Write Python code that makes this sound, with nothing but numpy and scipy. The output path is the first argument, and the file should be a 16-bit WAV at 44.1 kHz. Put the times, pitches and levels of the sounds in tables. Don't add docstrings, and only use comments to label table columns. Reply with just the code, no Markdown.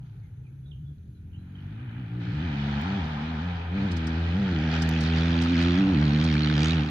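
import sys
import numpy as np
from scipy import signal
from scipy.fft import rfft, irfft, next_fast_len
from scipy.io import wavfile
from scipy.ndimage import uniform_filter1d, map_coordinates

SR = 44100
rng = np.random.default_rng(int(sys.argv[2]) if len(sys.argv) > 2 else 0)


def put_to_file(sound):
    columns = np.atleast_2d(sound).T
    safe = np.clip(columns, -1, 1)
    whole_steps = np.round(safe * 32767)
    wavfile.write(sys.argv[1], SR, whole_steps.astype(np.int16))


N = 304290

# frequency in Hz, relative level in dB.
AIR_COLOUR = [(20, -28.5), (60, -7.5), (120, -3.5), (260, -30.5), (400, -31), (650, -46), (1100, -55.5),
              (1480, -44), (1950, -56.5), (3500, -57), (5200, -67), (6400, -52.5), (7700, -72.5),
              (11200, -54.5), (15500, -77.5)]
RUSTLE_COLOUR = [(2500, -7), (5000, 11), (9000, -6.5), (12500, -23), (15500, -19.5)]
TICK_COLOUR = [(3000, -2.5), (15000, -4.5)]
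FLOW_COLOUR = [(25, -19.5), (60, 2), (160, 7.5), (300, 7), (450, -18), (800, -46.5)]
RASP_COLOUR = [(240, -25), (400, -6.5), (614, -11), (809, -4.5), (1050, -5.5), (1510, -3.5), (2150, -7.5),
               (2790, -5.5), (4160, -14.5), (6580, -29), (9210, -56), (11600, -59.5), (15500, -80)]
WOODS_COLOUR = [(560, 0), (1120, -0.5), (1500, 1), (2000, 3.5), (2450, 3), (2800, 0), (5000, -3.5)]
LOW_HARMONIC_COLOUR = [(30, -39), (55, -20), (73, -5.5), (84, 1.5), (98, -9.5), (120, 3), (148, -3),
                       (165, -3.5), (195, 1), (225, -5), (255, -1.5), (295, -3), (335, -7), (400, -19.5)]
HIGH_HARMONIC_COLOUR = [(140, 32), (180, 11.5), (260, 5), (310, 5), (400, -6.5), (560, -6.5), (1000, -14.5)]
# frequency in Hz, how alike left and right are (1 is the same).
STEREO_LIKENESS = [(35, 0.96), (70, 0.99), (200, 0.97), (600, 0.43), (1300, 0.53), (1800, 0.089),
                   (5000, 0.056)]
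# frequency in Hz, left minus right in dB.
STEREO_BALANCE = [(380, 0.5), (700, -1), (1290, 4), (2380, -1), (4400, -8), (8120, 4)]
# frequency in Hz, radians with the bike ahead, then to the left.
PHASE_LEAD = [(200, 0, 0), (605, -1, 0.5), (1006, 2.5, -2.5), (2090, -1.5, 1.2), (2900, -2.5, -2),
              (3860, -1.1, 2), (5430, 2, 0.6)]
# start and length in seconds, first and last pitch in Hz, relative level in dB.
BIRD_NOTES = [(0.208, 0.069, 2250, 2050, -84), (0.435, 0.052, 2570, 2320, -82),
              (0.626, 0.07, 3520, 3300, -86), (0.657, 0.045, 3900, 3580, -79.5),
              (0.711, 0.014, 3820, 2600, -69), (0.819, 0.13, 3580, 3180, -88),
              (1.139, 0.052, 4140, 3850, -88), (1.328, 0.018, 3280, 2430, -77),
              (1.378, .03, 3900, 4100, -90), (1.34, 0.028, 2820, 3130, -71),
              (1.548, 0.018, 2973, 3300, -73), (1.58, 0.019, 2910, 3080, -67),
              (1.86, 0.092, 2450, 2460, -74), (1.883, 0.02, 3210, 2850, -73)]
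# start in seconds, relative level in dB.
RUSTLES = [(3.9125, -53.5), (3.9637, -53.5), (4.0659, -52.5), (4.8174, -44), (5.004, -47.5), (5.0286, -52),
           (5.4153, -48.5), (5.434, -56), (5.6186, -53), (6.2366, -49.5), (6.333, -57)]
# start in seconds, relative level in dB, left minus right in dB.
TICKS = [(2.8158, -51, -9.5), (4.891, -43, -25.5), (6.777, -62.5, 1)]
# time in seconds, firings a second.
GRIP_SPEED = [(0, 30.8), (.15, 28.7), (.33, 28.5), (.43, 32.3), (.9, 36.1), (.98, 40.2), (1.36, 43.6),
              (1.71, 50), (1.93, 55.5), (2.09, 54.1), (2.3, 57.8), (2.57, 68.8), (2.7, 70.5), (2.8, 72.1),
              (3.04, 78), (3.12, 73), (3.2, 73.5), (3.38, 72.1), (3.59, 85), (3.68, 84), (3.94, 81),
              (4.02, 77.5), (4.3, 84.6), (4.55, 76.5), (4.9, 78.4), (5.21, 82.7), (5.73, 86), (5.98, 72.4),
              (6.36, 74.3), (6.61, 75.3), (6.9, 73.5)]
# time the tyre bites again, climb time and
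# hold time, all in seconds, then top firings a second.
BUMPS = [(1.85, .11, .03, 62.5), (2.0, .07, 0, 62.5), (2.2, .08, .03, 59.6), (2.46, .13, .03, 85.2),
         (2.96, .11, .05, 98.5), (3.3, .09, 0, 82.2), (3.5, .08, .04, 88.7), (3.86, .09, .08, 98.3),
         (4.47, .09, .08, 97.5), (4.82, .15, 0, 82.2), (5.88, .06, .08, 97.6), (6.27, .13, 0, 80.6),
         (6.74, .12, .01, 82.7)]
# time in seconds, level in dB.
NOTE_LEVEL = [(0.0, -42), (0.15, -48.5), (0.9, -39), (0.98, -49.5), (2.04, -34.5), (2.08, -38),
              (2.17, -30.5), (2.78, -27), (2.82, -30.5), (2.94, -27.5), (3.11, -32), (3.46, -30),
              (3.65, -35.5), (3.76, -27.5), (3.86, -25.5), (3.9, -28), (4.34, -26), (4.42, -24),
              (4.59, -25.5), (5.8, -21), (6.82, -23), (6.9, -33)]
# time in seconds, dB added to the note's level before colouring.
HIGH_HARMONIC_LEVEL = [(0, -30), (.9, -43), (1.05, -20), (2.08, -24), (2.15, -17.5), (2.33, -22),
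                       (2.5, -22.5), (3.4, -19.5), (3.65, -17), (4.5, -17.5), (4.7, -16.5), (5.2, -16.5),
                       (5.5, -20.5), (5.85, -19.5), (6.3, -18), (6.9, -20.5)]
# time in seconds, loss in dB per octave above SHADE_HZ,
# frequency in Hz that the ground's echo cancels, depth of that notch in dB.
GROUND_PATH = [(0, 27, 91, 20), (.5, 25, 94, 16), (.9, 40, 105, 12), (1.0, 13, 121, 8), (1.4, 10, 150, 17),
               (1.8, 15, 192, 26), (2.0, 18.5, 189, 11), (2.18, 4, 238, 16.5), (2.33, 24, 246, 23.5),
               (2.41, 6.5, 190, 1), (2.52, 14, 168, 3), (2.58, 15, 296, 14), (2.82, -7, 313, 28),
               (2.92, 3, 318, 9), (3.05, -3.5, 317, 25), (3.3, -5, 310, 15), (3.47, 15, 315, 13.5),
               (3.52, 23, 270, 12), (3.67, 17.5, 258, 10.5), (3.75, 5, 278, 6), (4.3, 8.5, 268, 3),
               (4.44, -0.5, 293, 19), (4.54, 11, 300, 4.5), (5.2, 8, 324, 1.5), (5.8, -3.5, 390, 5.5),
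               (6.0, 10.5, 381, -1.5), (6.9, 24.5, 306, -7)]
# time in seconds, level of its middle in dB, low and high parts in dB against that.
RASP_LEVELS = [(0.0, -72, 8, -13), (0.07, -68, -6, -10), (.4, -74, -3.5, -15), (1.11, -78, -10, -6),
               (1.4, -68, -6, -22), (1.63, -58, -9, -16.5), (1.88, -53.5, -9, -26.5),
               (2.185, -53, -7.5, -19), (2.215, -48.5, -12, -11.5), (2.44, -43, -7, -14.5),
               (2.78, -39.5, -2, -12), (3.15, -42, -1, -12.5), (3.55, -43.5, -2, -14),
               (3.71, -45.5, -3.5, -18.5), (3.78, -41, -7, -13.5), (4.4, -41, -5.5, -12.5),
               (4.78, -36.5, -4.5, -10.5), (5.77, -36, -11.5, -10), (5.86, -39, -4, -12.5),
               (6.25, -37.5, -8.5, -8), (6.69, -35.5, -10, -10.5), (6.9, -41, -6, -10.5)]
# time in seconds, share from 0 to 1.
DIRECT_SHARE = [(0, 0.18), (2.8, 0.09), (3.7, 0.04), (4.5, 0.16), (4.9, 0.22), (5.7, 0.32), (5.9, 0.15),
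                (6.3, 0.45), (6.9, 0.39)]
# middle and length in seconds, lift in dB,
# extra lift of the high part in dB, crack sharpness from 0 to 1.
PIPE_SWINGS = [(4.75, 0.077, 5, 0.5, 0.03), (5.061, 0.037, 1.5, 3.5, 0.02), (5.183, 0.049, 1, 4, 0),
               (5.61, 0.076, 2.5, 2.5, .05), (6.658, 0.18, 1.5, 3.5, 0.41)]
# centre and width in Hz, depth per pass in dB.
RASP_NOTCHES = [(1100, 61, 2.5), (2090, 240, 1.5), (2723, 160, 3)]
# time in seconds, pitch in Hz, level in dB.
CAP_RING = [(5.7, 4170, -75.5), (5.95, 4110, -51.5), (6.25, 4190, -47.5), (6.405, 4400, -56),
            (6.435, 4350, -37), (6.47, 3450, -41), (6.5, 3900, -58.5)]

LIMITER_HZ = 97.42
SHADE_HZ = 203.7


def amp(db):
    return 10 ** (np.asarray(db) / 20)


def unit(x):
    return x / np.sqrt(np.mean(x ** 2) + 1e-20)


def along(points, hz):
    freqs, values = np.transpose(points)
    return np.interp(np.log(hz + 1), np.log(freqs + 1), values)


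def curves(rows):
    times, *columns = np.transpose(rows)
    return [np.interp(np.arange(N) / SR, times, column) for column in columns]


def wobble(rate):
    return map_coordinates(rng.standard_normal(int(N * rate / SR) + 4), [np.arange(N) * rate / SR])


def filtered(x, response):
    size = next_fast_len(x.shape[-1] + 8192)
    return irfft(rfft(x, size) * response(np.fft.rfftfreq(size, 1 / SR)), size)[..., :N]


def coloured(x, colour):
    return filtered(x, lambda hz: amp(along(colour, hz)))


def moved_left():
    return np.interp(np.arange(N) / SR, (4.1, 5.4), [0, 1])


def far_noise(colour, patch_db):
    def middle_and_side(hz):
        angle = np.arccos(along(STEREO_LIKENESS, hz)) / 2
        return amp(along(colour, hz)) * [np.cos(angle), np.sin(angle)]

    spectra = signal.stft(rng.standard_normal((2, N)), nperseg=256)[2]
    patches = uniform_filter1d(rng.standard_normal(spectra.shape[1:]), size=4, axis=0)
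    patches = unit(uniform_filter1d(patches, size=14, axis=1))
    noise = signal.istft(spectra * amp(patch_db * patches), nperseg=256)[1][:, :N]
    middle, side = filtered(noise, middle_and_side)
    return unit(np.array([middle + side, middle - side]))


def tree_echo(x, fade_s):
    t = np.arange(SR) / SR
    tail = rng.standard_normal((2, SR)) * amp(-60 * t / fade_s) * (t > .006)
    return signal.fftconvolve(x, tail / np.linalg.norm(tail[0]), axes=1)[:, :N]


def birds():
    song = np.zeros(N)
    for start, length, first_hz, last_hz, db in BIRD_NOTES:
        progress = np.linspace(0, 1, round(length * SR))
        phase = 2 * np.pi * np.cumsum(first_hz + (last_hz - first_hz) * progress) / SR
        song[round(start * SR):][:len(phase)] += amp(db + 16.5) * np.sin(np.pi * progress) * np.sin(phase)
    song *= amp(4.3 * wobble(160))
    echo = tree_echo(unit(wobble(400)) * song[None], fade_s=.33)
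    return song * amp([[-5], [-1]]) + amp(-5) * echo


def contacts(events, rise_s, fade_s, colour):
    out, t = np.zeros((2, N)), np.arange(SR // 10) / SR
    shape = (1 - np.exp(-t / rise_s)) ** 2 * amp(-60 * t / fade_s)
    for start, db, *pan_db in events:
        gains = amp(db + np.array([[.5], [-.5]]) * sum(pan_db))
        out[:, round(start * SR):][:, :len(t)] += gains * shape * rng.standard_normal((2, len(t)))
    return coloured(out, colour)


def firing_rate(bite_s=.09, bounce_hz=7.7, bounce_s=.15):
    t = np.arange(0, N / SR, .001)
    grip = rate = np.interp(t, *np.transpose(GRIP_SPEED))
    for bite, climb, hold, top in BUMPS:
        racing = np.interp(t, [bite - hold - climb, bite - hold, bite, bite + bite_s], [0, 1, 1, 0])
        after = np.maximum(t - bite - bite_s, 0)
        rocking = .22 * np.sin(np.pi * bounce_hz * after) ** 2 * np.exp(-after / bounce_s)
        rate = rate + (racing + rocking) * (top - grip)
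    return np.interp(np.arange(N) / SR, t, rate)


def metal_ring(cycle, rate, hz, level_db, spread_octaves, fade_s=.015):
    firing, since = np.floor(cycle + .1).astype(int), (cycle + .1) % 1 / rate
    strength, detune = rng.standard_normal((700, 2))[firing].T
    shape = amp(2.5 * strength - 60 * since / fade_s) * (1 - np.exp(-since / .0006))
    pitch = hz * 2 ** (spread_octaves * detune)
    return amp(level_db) * unit(shape * np.sin(2 * np.pi * pitch * since))


def pipe_swings():
    t = np.arange(0, N / SR, .005)
    humps = sum(np.exp(-(2 * (t - middle) / length) ** 2) * np.array(lifts)[:, None]
                for middle, length, *lifts in PIPE_SWINGS)
    return curves(np.vstack([t, humps]).T)


def ground_notches(hz):
    return amp(-sum(db * np.exp(-((hz - centre) / width) ** 2) for centre, width, db in RASP_NOTCHES))


def pipe_cracks(cycle, rate, sharpness, fade_s=.014):
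    firing, since = np.floor(cycle + .12), (cycle + .1034) % 1 / rate
    strength = amp(1.5 * rng.standard_normal(700))[firing.astype(int)]
    noise = map_coordinates(rng.standard_normal((700, SR // 20)), [.5 * firing, since * SR])
    crack = strength * amp(-60 * since / fade_s) * noise
    pings = sum(metal_ring(cycle, rate, hz=4000, level_db=-23, spread_octaves=.6) for _ in range(3))
    treble = filtered(crack, lambda hz: 1 / (1 + (7500 / (hz + 1)) ** 8) / (1 + (hz / 10300) ** 16))
    edge = amp(32) * sharpness ** 2 * treble
    return unit(coloured(crack + edge + pings, RASP_COLOUR))


def exhaust_rasp(cycle, rate):
    level_db, low_db, high_db = curves(RASP_LEVELS)
    lift_db, high_lift_db, sharpness = pipe_swings()
    share, = curves(DIRECT_SHARE)
    cracks = pipe_cracks(cycle, rate, sharpness)
    roar = unit(coloured(far_noise(RASP_COLOUR, patch_db=1), WOODS_COLOUR))
    both = np.sqrt(share) * cracks + np.sqrt(1 - share) * roar
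    low = filtered(both, lambda hz: 1 / (1 + (hz / 1050) ** 8) / (1 + (650 / (hz + 1)) ** 8))
    high = filtered(both, lambda hz: 1 / (1 + (3650 / (hz + 1)) ** 8))
    middle = unit(both - low - high)
    lifted = amp(lift_db) * (middle + amp(high_db + high_lift_db) * unit(high))
    rasp = filtered(amp(level_db) * (amp(low_db) * unit(low) + lifted), ground_notches)
    skimming = filtered(rasp, ground_notches)
    return moved_left() * rasp + (1 - moved_left()) * skimming


def low_harmonic_levels(rate, note_db):
    shade_db, notch_hz, notch_db = curves(GROUND_PATH)
    hz = rate * np.arange(1, 5)[:, None]
    db = along(LOW_HARMONIC_COLOUR, hz) - shade_db * np.log2(np.maximum(hz / SHADE_HZ, 1))
    db -= notch_db * np.exp(-(np.log2(hz / notch_hz) / .21) ** 2)
    db[0] -= 4.5 * moved_left()
    db += 1.5 * np.array([wobble(9) for _ in hz])
    return note_db + db - 10 * np.log10(np.sum(amp(db) ** 2, axis=0))


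def exhaust_note(cycle, rate, note_db):
    levels = list(low_harmonic_levels(rate, note_db))
    high_db = note_db + curves(HIGH_HARMONIC_LEVEL)[0]
    strength = map_coordinates(rng.standard_normal(700), [cycle])
    sway = .24 * wobble(24)
    for k in range(5, 13):
        levels.append(high_db + along(HIGH_HARMONIC_COLOUR, k * rate) - 2.5 * (k - 5) + 1.5 * wobble(7))
    phase, tone = 2 * np.pi * cycle, np.zeros(N)
    for k, db in enumerate(levels, 1):
        gain = amp(db + 3 + .3 * strength + .5 * wobble(20))
        tone += gain * np.cos(k * (phase + sway) + .4 * k * k + .12 * wobble(6))
    limiting = 1 / (1 + np.exp(-(rate - LIMITER_HZ) / .4))
    stutter = amp(levels[1] - 2) * np.cos(phase * 4 / 3) + amp(levels[1] - 13.5) * np.cos(phase * 2 / 3)
    return tone + limiting * stutter


def dirt_bike():
    rate = firing_rate()
    cycle = np.cumsum(rate) / SR
    note_db, = curves(NOTE_LEVEL)
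    tone = exhaust_note(cycle, rate, note_db)[None]
    effort = np.sqrt(uniform_filter1d(amp(note_db) ** 2, size=SR // 5))
    flow = amp(-16.5) * effort * far_noise(FLOW_COLOUR, patch_db=2.5)
    echo = amp(-13 - 4 * moved_left()) * tree_echo(tone, fade_s=.98)
    echo = echo.mean(axis=0) + echo / 12
    flutter = amp(-33.5) * tone * wobble(50)
    pan = amp(-1.4 * moved_left() * [[.5], [-.5]])
    rasp = exhaust_rasp(cycle, rate)
    cap = metal_ring(cycle, rate, *curves(CAP_RING), spread_octaves=.026)
    cap *= np.arange(N) > CAP_RING[0][0] * SR
    return tone * pan + flutter + flow + echo + rasp + cap


def scene():
    air = amp(-46) * far_noise(AIR_COLOUR, patch_db=2)
    meadow = air + dirt_bike() + birds()
    rustles = amp(17) * contacts(RUSTLES, rise_s=.0034, fade_s=.054, colour=RUSTLE_COLOUR)
    ticks = amp(14) * contacts(TICKS, rise_s=.0001, fade_s=.0044, colour=TICK_COLOUR)
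    return meadow + rustles + ticks


def record(dry, top_hz=15800):
    freqs, lead_ahead, lead_left = np.transpose(PHASE_LEAD)

    def heard_with(lead):
        def response(hz):
            left_over_right = amp(along(STEREO_BALANCE, hz)) * np.exp(-1j * np.interp(hz, freqs, lead))
            return left_over_right ** np.array([[.5], [-.5]]) * (hz < top_hz)
        return filtered(dry, response)

    share = np.sin(moved_left() * np.pi / 2) ** 2
    blend = (1 - share) * heard_with(lead_ahead) + share * heard_with(lead_left)
    return filtered(blend, lambda hz: hz < top_hz)


dry = scene()
out = record(dry)
put_to_file(out)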